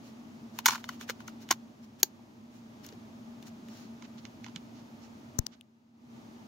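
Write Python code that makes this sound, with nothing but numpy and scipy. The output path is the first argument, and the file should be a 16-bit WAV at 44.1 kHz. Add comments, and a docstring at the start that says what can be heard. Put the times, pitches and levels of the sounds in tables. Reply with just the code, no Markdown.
"""A disc drops into a plastic portable player and is pressed onto the hub, the lid snaps shut, a plug goes in:
runs of tiny impacts ring the resonances of the shell and the lid latch, and heavy touches add low thuds.
Hands and a cable rustle on cloth and card as swelling, grainy noise.
A finger taps the left microphone: bright clicks and one push of air.
An appliance drones in the room as shaped noise and wavering tones, over hiss; this background dips twice."""
import sys
import numpy as np
from scipy import signal
from scipy.fft import rfft, irfft, next_fast_len
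from scipy.io import wavfile
from scipy.ndimage import uniform_filter1d

SR = 44100
rng = np.random.default_rng(int(sys.argv[2]) if len(sys.argv) > 2 else 0)


def voltage_ratio(decibels):
    """Convert decibels (scalar or array-like) to amplitude ratios, 20 dB per decade."""
    exponent = np.asarray(decibels, float) / 20
    return 10 ** exponent


def wav_record(signal):
    """Record a signal, one row per channel, as 16-bit PCM in the file named by sys.argv[1]."""
    frames = np.transpose(np.atleast_2d(signal))
    bounded = np.clip(frames, -1, 1)
    # unit amplitude maps onto the largest positive 16-bit level
    quanta = np.round(bounded * 32767).astype(np.int16)
    wavfile.write(sys.argv[1], SR, quanta)


N = 285327

# touches of disc, cable and plug: t/s, level/dB, favoured f/Hz of the spot struck, hardness/(dB per octave)
CONTACTS = [(0.588, -20.5, 990, 0.5), (0.6579, -5, 1330, 1.5), (0.6625, -10.5, 960, 0.5),
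            (0.6649, -13, 6400, 2), (0.672, -20, 4200, 2), (0.679, -17, 5500, 1.5),
            (0.683, -10.5, 1200, -3), (0.686, -15, 6500, 2), (0.694, -16.5, 1100, -2.5),
            (0.706, -20, 5400, -3.5), (0.718, -25, 5000, -6), (0.724, -24.5, 1100, -7),
            (0.733, -24.5, 1290, -6), (0.748, -25.5, 1190, -6), (0.755, -25, 1300, -3),
            (0.762, -32, 1200, -7), (0.779, -34.5, 1040, -3), (0.841, -29, 3600, -4.5),
            (0.890, -22, 1220, -2.5), (1.011, -30.5, 1460, -0.5), (1.091, -26.5, 1460, -2),
            (1.097, -20, 1430, 0), (1.103, -23.5, 1470, 0.5), (1.204, -35, 1353, -11),
            (1.278, -34, 6200, 1), (1.281, -30.5, 1450, -4.5), (1.489, -34, 3000, -0.5),
            (1.506, -15, 1000, -3), (1.5097, -8.5, 6000, 1.5), (1.5115, -15.5, 1050, -2),
            (1.518, -23.5, 3880, -2), (1.524, -21.5, 1016, 1), (2.0, -45.5, 9030, 6),
            (2.847, -42.5, 3890, 1.5), (2.864, -36, 6200, 9), (2.888, -39.5, 4470, 1),
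            (2.924, -45.5, 4960, -3), (3.426, -42.5, 3440, 1.5), (4.023, -38.5, 991, -0.5),
            (3.685, -45, 3000, 0), (4.252, -33, 2620, 2), (4.443, -33.5, 2210, 2), (4.463, -34, 900, -2),
            (4.483, -41, 993, -5.5), (4.56, -27, 3080, 2.5)]
# resonances of the plastic shell: f/Hz, width/Hz, level/dB
SHELL_MODES = [(900, 200, -1.5), (1040, 200, -2), (1440, 220, -2.5), (2200, 250, -1.5), (2967, 170, -3),
               (3600, 190, -2.5), (4200, 150, -3), (4970, 250, -7), (5520, 160, -4.5), (6412, 600, -5),
               (9700, 1500, -22), (11400, 3800, -19.5), (14400, 4000, -19)]
# resonances of the lid latch: f/Hz, width/Hz, level/dB
LATCH_MODES = [(1587, 140, -10.5), (2800, 1200, -10.5), (4240, 310, -5), (5135, 300, -12),
               (5807, 260, -10.5), (6620, 450, -3.5), (7164, 270, -6.5), (9700, 500, -17.5),
               (12190, 780, -5), (14160, 3000, -7.5)]
# skin and cable sliding: middle t/s, a third of the length/ms, level/dB, centre f/Hz of the swish
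RUBS = [(.06, 46, -60.5, 4600), (0.564, 27, -59, 1500), (.715, 47, -38, 4470), (.80, 20, -56.5, 1300),
        (.93, 45, -57, 2860), (1.022, 26, -49.5, 2800), (1.087, 10, -49, 1990), (1.425, 23.4, -56.5, 5000),
        (1.84, 19, -63, 5140), (2.005, 16, -57.5, 8990), (2.56, 52, -66, 8030), (2.848, 19, -56.5, 5000),
        (3.475, 20.6, -54.5, 6640), (3.78, 108, -58, 4850), (4.05, 14, -55.5, 2500),
        (4.188, 16.6, -57, 4000), (4.78, 40, -63.5, 5040), (5.04, 34, -60.5, 6020), (5.535, 19, -59, 3510)]
# finger on the microphone: t/s, left level/dB, right level/dB, click f/Hz, click width/Hz
TAPS = [(5.3898, -4, -45, 6170, 2650), (5.467, -13.5, -52.5, 4300, 4450), (5.611, -36, -47.5, 2800, 900)]
# thuds through the case into the card below: t/s, level/dB, f/Hz
THUDS = [(.684, -33, 386), (1.096, -28, 487), (1.508, -25, 344), (1.509, -25, 694), (2.029, -25, 375),
         (2.033, -24, 870), (2.193, -47, 808), (2.925, -40, 420), (4.56, -37, 175)]
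# where the hands work: t/s, left minus right level/dB
HAND_PLACES = [(2.499, 0), (2.8, 3.5), (3.8, 0.5), (4.0, -6)]
# colour of the appliance drone: f/Hz, relative level/dB
DRONE_COLOUR = [(30, -36.5), (65, -25), (108, -11.5), (194, -15), (210, -6.5), (232, -1), (269, -9.5),
                (526, -25.5), (620, -18), (706, -23), (888, -21), (1500, -39.5), (3300, -120)]
# steadier tones inside the drone: f/Hz, level/dB against the drone
HUM_TONES = [(114, -16), (231, -1)]
# colour of the air hiss, also of sliding cloth: f/Hz, relative level/dB
HISS_COLOUR = [(710, -26), (1200, 0.5), (1350, -4), (5070, -11.5), (6650, -12.5), (8170, -25), (15750, -25),
               (16050, -45)]
# how alike left and right are in the background: f/Hz, likeness (1 same, 0 unrelated, -1 opposite)
LIKENESS = [(60, 0.9), (180, 1), (550, 0.32), (1650, -0.44), (15000, 1)]
# dips of the background: start t/s, fall/s, hold/s, recovery/s, depth/dB
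DIPS = [(1.351, 0.42, 0.72, 0.33, -4), (5.367, 0.3, 0.26, 0.23, -15)]

FULL_IMPACT = 3.6   # one strong impact against the random ones, whose typical size is 1


def at_hz(points, hz):
    """Reads a spectrum table on a log-frequency axis, much as we hear pitch."""
    return np.interp(np.log(hz), np.log(np.array(points)[:, 0]), np.array(points)[:, 1])


def rms_one(x):
    """Scales a sound to an average strength (rms) of 1."""
    return x / np.sqrt(np.mean(x ** 2) + 1e-20)


def resonance(x, hz, width_hz):
    """Rings at one frequency with gain 1 there; a narrow resonance rings longer."""
    r = np.exp(-np.pi * np.clip(width_hz, 5, 9000) / SR)
    feedback = [1, -2 * r * np.cos(2 * np.pi * hz / SR), r * r]
    return signal.lfilter([(1 - r * r) / 2, 0, (r * r - 1) / 2], feedback, x)


def near_pitch(hz, centre_hz):
    """Gives 1 at the favoured frequency, fading within an octave or so."""
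    return np.exp(-(np.log2(hz / centre_hz) / 0.47) ** 2)


def add(out, sound, s):
    """Mixes a stereo sound in from time s."""
    i = max(round(s * SR), 0)
    out[:, i:i + sound.shape[1]] += sound[:, :N - i]


def coloured_noise(colour, low_hz, high_hz):
    """Stereo noise with frequency-dependent likeness; its shared part has rms 1 between the two frequencies."""
    size = next_fast_len(N)
    hz = np.fft.rfftfreq(size, 1 / SR) + 1e-3
    mid, side = rfft(rng.standard_normal((2, size))) * voltage_ratio(at_hz(colour, hz))
    alike = np.clip(at_hz(LIKENESS, hz), -.95, .995)
    mid, side = mid * np.sqrt(1 + alike), side * np.sqrt(1 - alike)
    band = (hz > low_hz) & (hz < high_hz)
    in_band = np.sqrt(2 * np.sum(np.abs(mid[band]) ** 2)) / size
    return irfft(np.array([mid + side, mid - side]), size)[:, :N] / in_band


def dips():
    """The background level falls, holds and recovers, in dB."""
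    t = np.arange(N) / SR
    return sum(np.interp(t, np.cumsum(times), [0, depth_db, depth_db, 0]) for *times, depth_db in DIPS)


def background():
    """A low appliance drone with a wavering hum, over air hiss."""
    drone_db, hiss_db = -52, -67.5
    t = np.arange(N) / SR
    pitch_drift = np.interp(t, np.linspace(0, t[-1], 150), rng.standard_normal(150)) * .03
    waver = np.cumsum(pitch_drift) / SR   # adding up the drift shifts the phase smoothly
    hum = sum(voltage_ratio(level_db) * np.sqrt(2) * np.sin(2 * np.pi * hz * (t + waver)) for hz, level_db in HUM_TONES)
    drone = coloured_noise(DRONE_COLOUR, 150, 350) + hum
    hiss = coloured_noise(HISS_COLOUR, 1500, 7000)
    return (drone * voltage_ratio(drone_db) + hiss * voltage_ratio(hiss_db)) * voltage_ratio(dips())


def room(x):
    """A small soft room: dense echoes that die away, different ones on each side."""
    room_db, t60_s = -23, 0.095   # t60: time to fall by 60 dB
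    t = np.arange(int(.3 * SR)) / SR
    echoes = rng.standard_normal((2, len(t))) * voltage_ratio(-60 * t / t60_s) * (t > .003)
    echoes = echoes / np.sqrt(np.sum(echoes[0] ** 2))
    return voltage_ratio(room_db) * signal.fftconvolve(x, echoes, axes=1)[:, :N]


def taps():
    """Short bright clicks close to the left microphone, and one slowing push of air."""
    nail_s = .0004   # rise and fall of a tap
    scrape, crack, pad, pad_hz = .12, 0.16, 0.56, 1720   # shares of scrape, open crack and duller fingertip
    thump_s, thump_db, first_swing_ms, port_hz = 5.3893, -16.5, 1.33, 12
    out, t = np.zeros((2, N)), np.arange(4000) / SR
    for s, left_db, right_db, hz, width_hz in TAPS:
        on_port = np.clip((left_db - right_db) / 30, .05, 1)   # nearer 1 when right on the left port
        strike = np.exp(-np.abs(t - .004) / nail_s)
        scraping = scrape * on_port ** 2 * np.exp(-np.maximum(t - .004, 0) / 0.0016)   # before and after
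        nail = rng.standard_normal(4000) * (strike + scraping)
        nail[int(.004 * SR)] = FULL_IMPACT
        click = resonance(resonance(nail, hz, width_hz), hz, width_hz)
        fingertip = pad * (width_hz / hz) ** 2 * resonance(nail, pad_hz, pad_hz)
        click = click + on_port * (crack * np.diff(nail, prepend=0) + fingertip)
        add(out, click / np.abs(click).max() * voltage_ratio(np.array([[left_db], [right_db]])), s - .004)
    swing = np.sqrt(t / (first_swing_ms / 1000))   # three ever longer swings
    push = np.sin(np.pi * swing) * np.exp(-(swing / 2.9) ** 9) * voltage_ratio(thump_db)
    push = signal.lfilter(*signal.butter(1, [port_hz, 1500], "band", fs=SR), push)
    add(out, push * np.array([[1], [0]]), thump_s)   # left only
    return out


def shell(force, modes, tilt_db, spot_hz, spread_db):
    """Each resonance gets its own strength and radiates unevenly, so one microphone hears it a little late."""
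    out, chance = 0, rng.standard_normal((len(modes), 2))
    for k, (hz, width_hz, level_db) in enumerate(modes):
        level_db = level_db + tilt_db * np.log2(hz / 2000) + 8.5 * near_pitch(hz, spot_hz)
        strength = np.sqrt(width_hz) * voltage_ratio(level_db + spread_db * chance[k, 0])
        rung = rms_one(resonance(force, hz, width_hz)) * strength
        lag = round(min(abs(chance[k, 1]) * 5, .16 * SR / hz))   # about a sixth of a cycle at most
        late = np.concatenate([np.zeros(lag), rung[:len(rung) - lag]])
        pair = np.array([rung, late] if chance[k, 1] > 0 else [late, rung])
        out = out + (-1) ** k * pair
    return out


def scuffs():
    """Every contact drags a short scuff, stronger for a stronger touch."""
    scuff_db, follows = -54, .5   # level at a -25 dB contact, share of the contact's strength
    third_ms, late_ms, centre_hz = 18, 7, 3000
    return [(s + late_ms / 1000, third_ms, scuff_db + follows * (level_db + 25), centre_hz)
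            for s, level_db, *_ in CONTACTS]


def rubs():
    """Dense uneven grains under a swelling stroke, partly through the shell, partly as open hiss."""
    out = np.zeros((2, N))
    for s, third_ms, level_db, centre_hz in RUBS + scuffs():
        size = int(max(third_ms, 5) / 1000 * SR * 3)
        unevenness = voltage_ratio(4.5 * rng.exponential(1, 20000)[:size].clip(0, 4))
        grains = rng.standard_normal((2, 20000))[:, :size] * unevenness
        hz = np.fft.rfftfreq(size, 1 / SR) + 1
        colour_db = at_hz(HISS_COLOUR, hz) + 3.2 * near_pitch(hz, centre_hz) + 2.4 * np.log2(hz)
        cloth = irfft(rfft(grains) * voltage_ratio(colour_db), size)
        plastic = shell(grains[0], SHELL_MODES, 0.99, centre_hz, spread_db=-1.0)
        sound = 0.27 * rms_one(plastic) + rms_one(cloth)
        add(out, sound * np.hanning(size) * voltage_ratio(level_db), s - size / 2 / SR)
    return out


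def thuds():
    """Each thud swells over one cycle while it dies away by 60 dB in 14 cycles."""
    out, t = np.zeros((2, N)), np.arange(5000) / SR
    for s, level_db, hz in THUDS:
        fading = np.sin(2 * np.pi * hz * t) * voltage_ratio(level_db - 60 * t * hz / 14)
        add(out, fading * np.minimum(t * hz, [[1], [1]]), s)   # same on both sides
    return out


def blow(modes, level_db, hard_db, spot_hz, chatter_ms, build_ms, hold_ms):
    """A contact is a quick run of micro-impacts that builds up, holds and chatters out."""
    soft_hz, sharp_fade = 2500, 1.2   # late impacts carry little above this; how much faster sharp ones die
    t, build = np.arange(5000) / SR, max(build_ms, .1) / 1000
    fading_s = np.maximum(t - build - hold_ms / 1000, 0)
    strength = np.minimum(t / build, 1) ** 2 * voltage_ratio(-60 * fading_s / (max(chatter_ms, 2) / 1000))
    impacts = rng.standard_normal(5000) * (rng.random(5000) < .2)   # about one sample in five is struck
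    impacts[int(build * SR)] = FULL_IMPACT
    soft = signal.lfilter(*signal.butter(2, soft_hz, fs=SR), impacts)
    sharp = impacts - soft
    force = soft * strength + sharp * (strength ** sharp_fade + 0.07 * strength)
    sound = shell(force, modes, hard_db, spot_hz, spread_db=0.0)
    loudest = np.sqrt(uniform_filter1d(np.mean(sound ** 2, axis=0), size=90).max())   # rms over 2 ms
    return sound * voltage_ratio(level_db - 7.5) / loudest


def contacts():
    """All touches ring the shell; the closing lid rings its latch."""
    chatter_ms, hold_ms = 19, 1.3   # of a -15 dB contact: time to fall by 60 dB, and hold before it
    chatter_follows = 0.23   # stronger contacts chatter longer: share of their strength
    snap_s, snap_db, snap_ms = 2.0285, -2.5, 15   # latch: time, level, chatter
    out = np.zeros((2, N))
    for s, level_db, spot_hz, hard_db in CONTACTS:
        longer = voltage_ratio(chatter_follows * (level_db + 15))
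        add(out, blow(SHELL_MODES, level_db, hard_db, spot_hz, chatter_ms * longer, 0.4, hold_ms * longer), s)
    add(out, blow(LATCH_MODES, snap_db, 0, 5500, snap_ms, 2.2, hold_ms=1.5), snap_s)
    # thin plastic radiates no bass
    return signal.sosfilt(signal.butter(4, 760, "high", fs=SR, output="sos"), out)


def placed(x):
    """Sounds on the right are louder there, and the recorder's body shades their top octave."""
    shadow_hz, shadow_width_hz, shadow = 7940, 1700, 0.4   # a dip in the pick-up; share removed
    shade = 3.5   # dB of treble lost per dB of lean to the right
    x = x - shadow * resonance(x, shadow_hz, shadow_width_hz)
    pan_db = np.interp(np.arange(N) / SR, *np.transpose(HAND_PLACES))
    low = signal.sosfilt(signal.butter(6, 7600, "low", fs=SR, output="sos"), x)
    top = signal.sosfilt(signal.butter(6, 7600, "high", fs=SR, output="sos"), x)
    shaded = low - top * voltage_ratio(shade * np.minimum(pan_db, 0))   # minus, as the halves meet in opposite phase
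    return shaded * voltage_ratio(np.array([pan_db, -pan_db]) / 2)


def scene():
    """Player and hands in the room, finger on the microphone, background."""
    near = placed(contacts() + rubs() + thuds())
    return near + room(near) + taps() + background()


def band_limit(x):
    """A steep low-pass at the top of the band."""
    return signal.sosfilt(signal.butter(12, 16840, fs=SR, output="sos"), x)


def record(dry):
    """Peaks are rounded off below a ceiling, then the very top of the treble is cut."""
    ceiling, cutoff_hz = .95, 16700   # the cut is 50 dB deep from here up
    rounded = ceiling * np.tanh(dry / ceiling)
    mix = signal.sosfilt(signal.cheby2(12, 50, cutoff_hz, fs=SR, output="sos"), rounded)
    return band_limit(mix)


dry = scene()
out = record(dry)
wav_record(out)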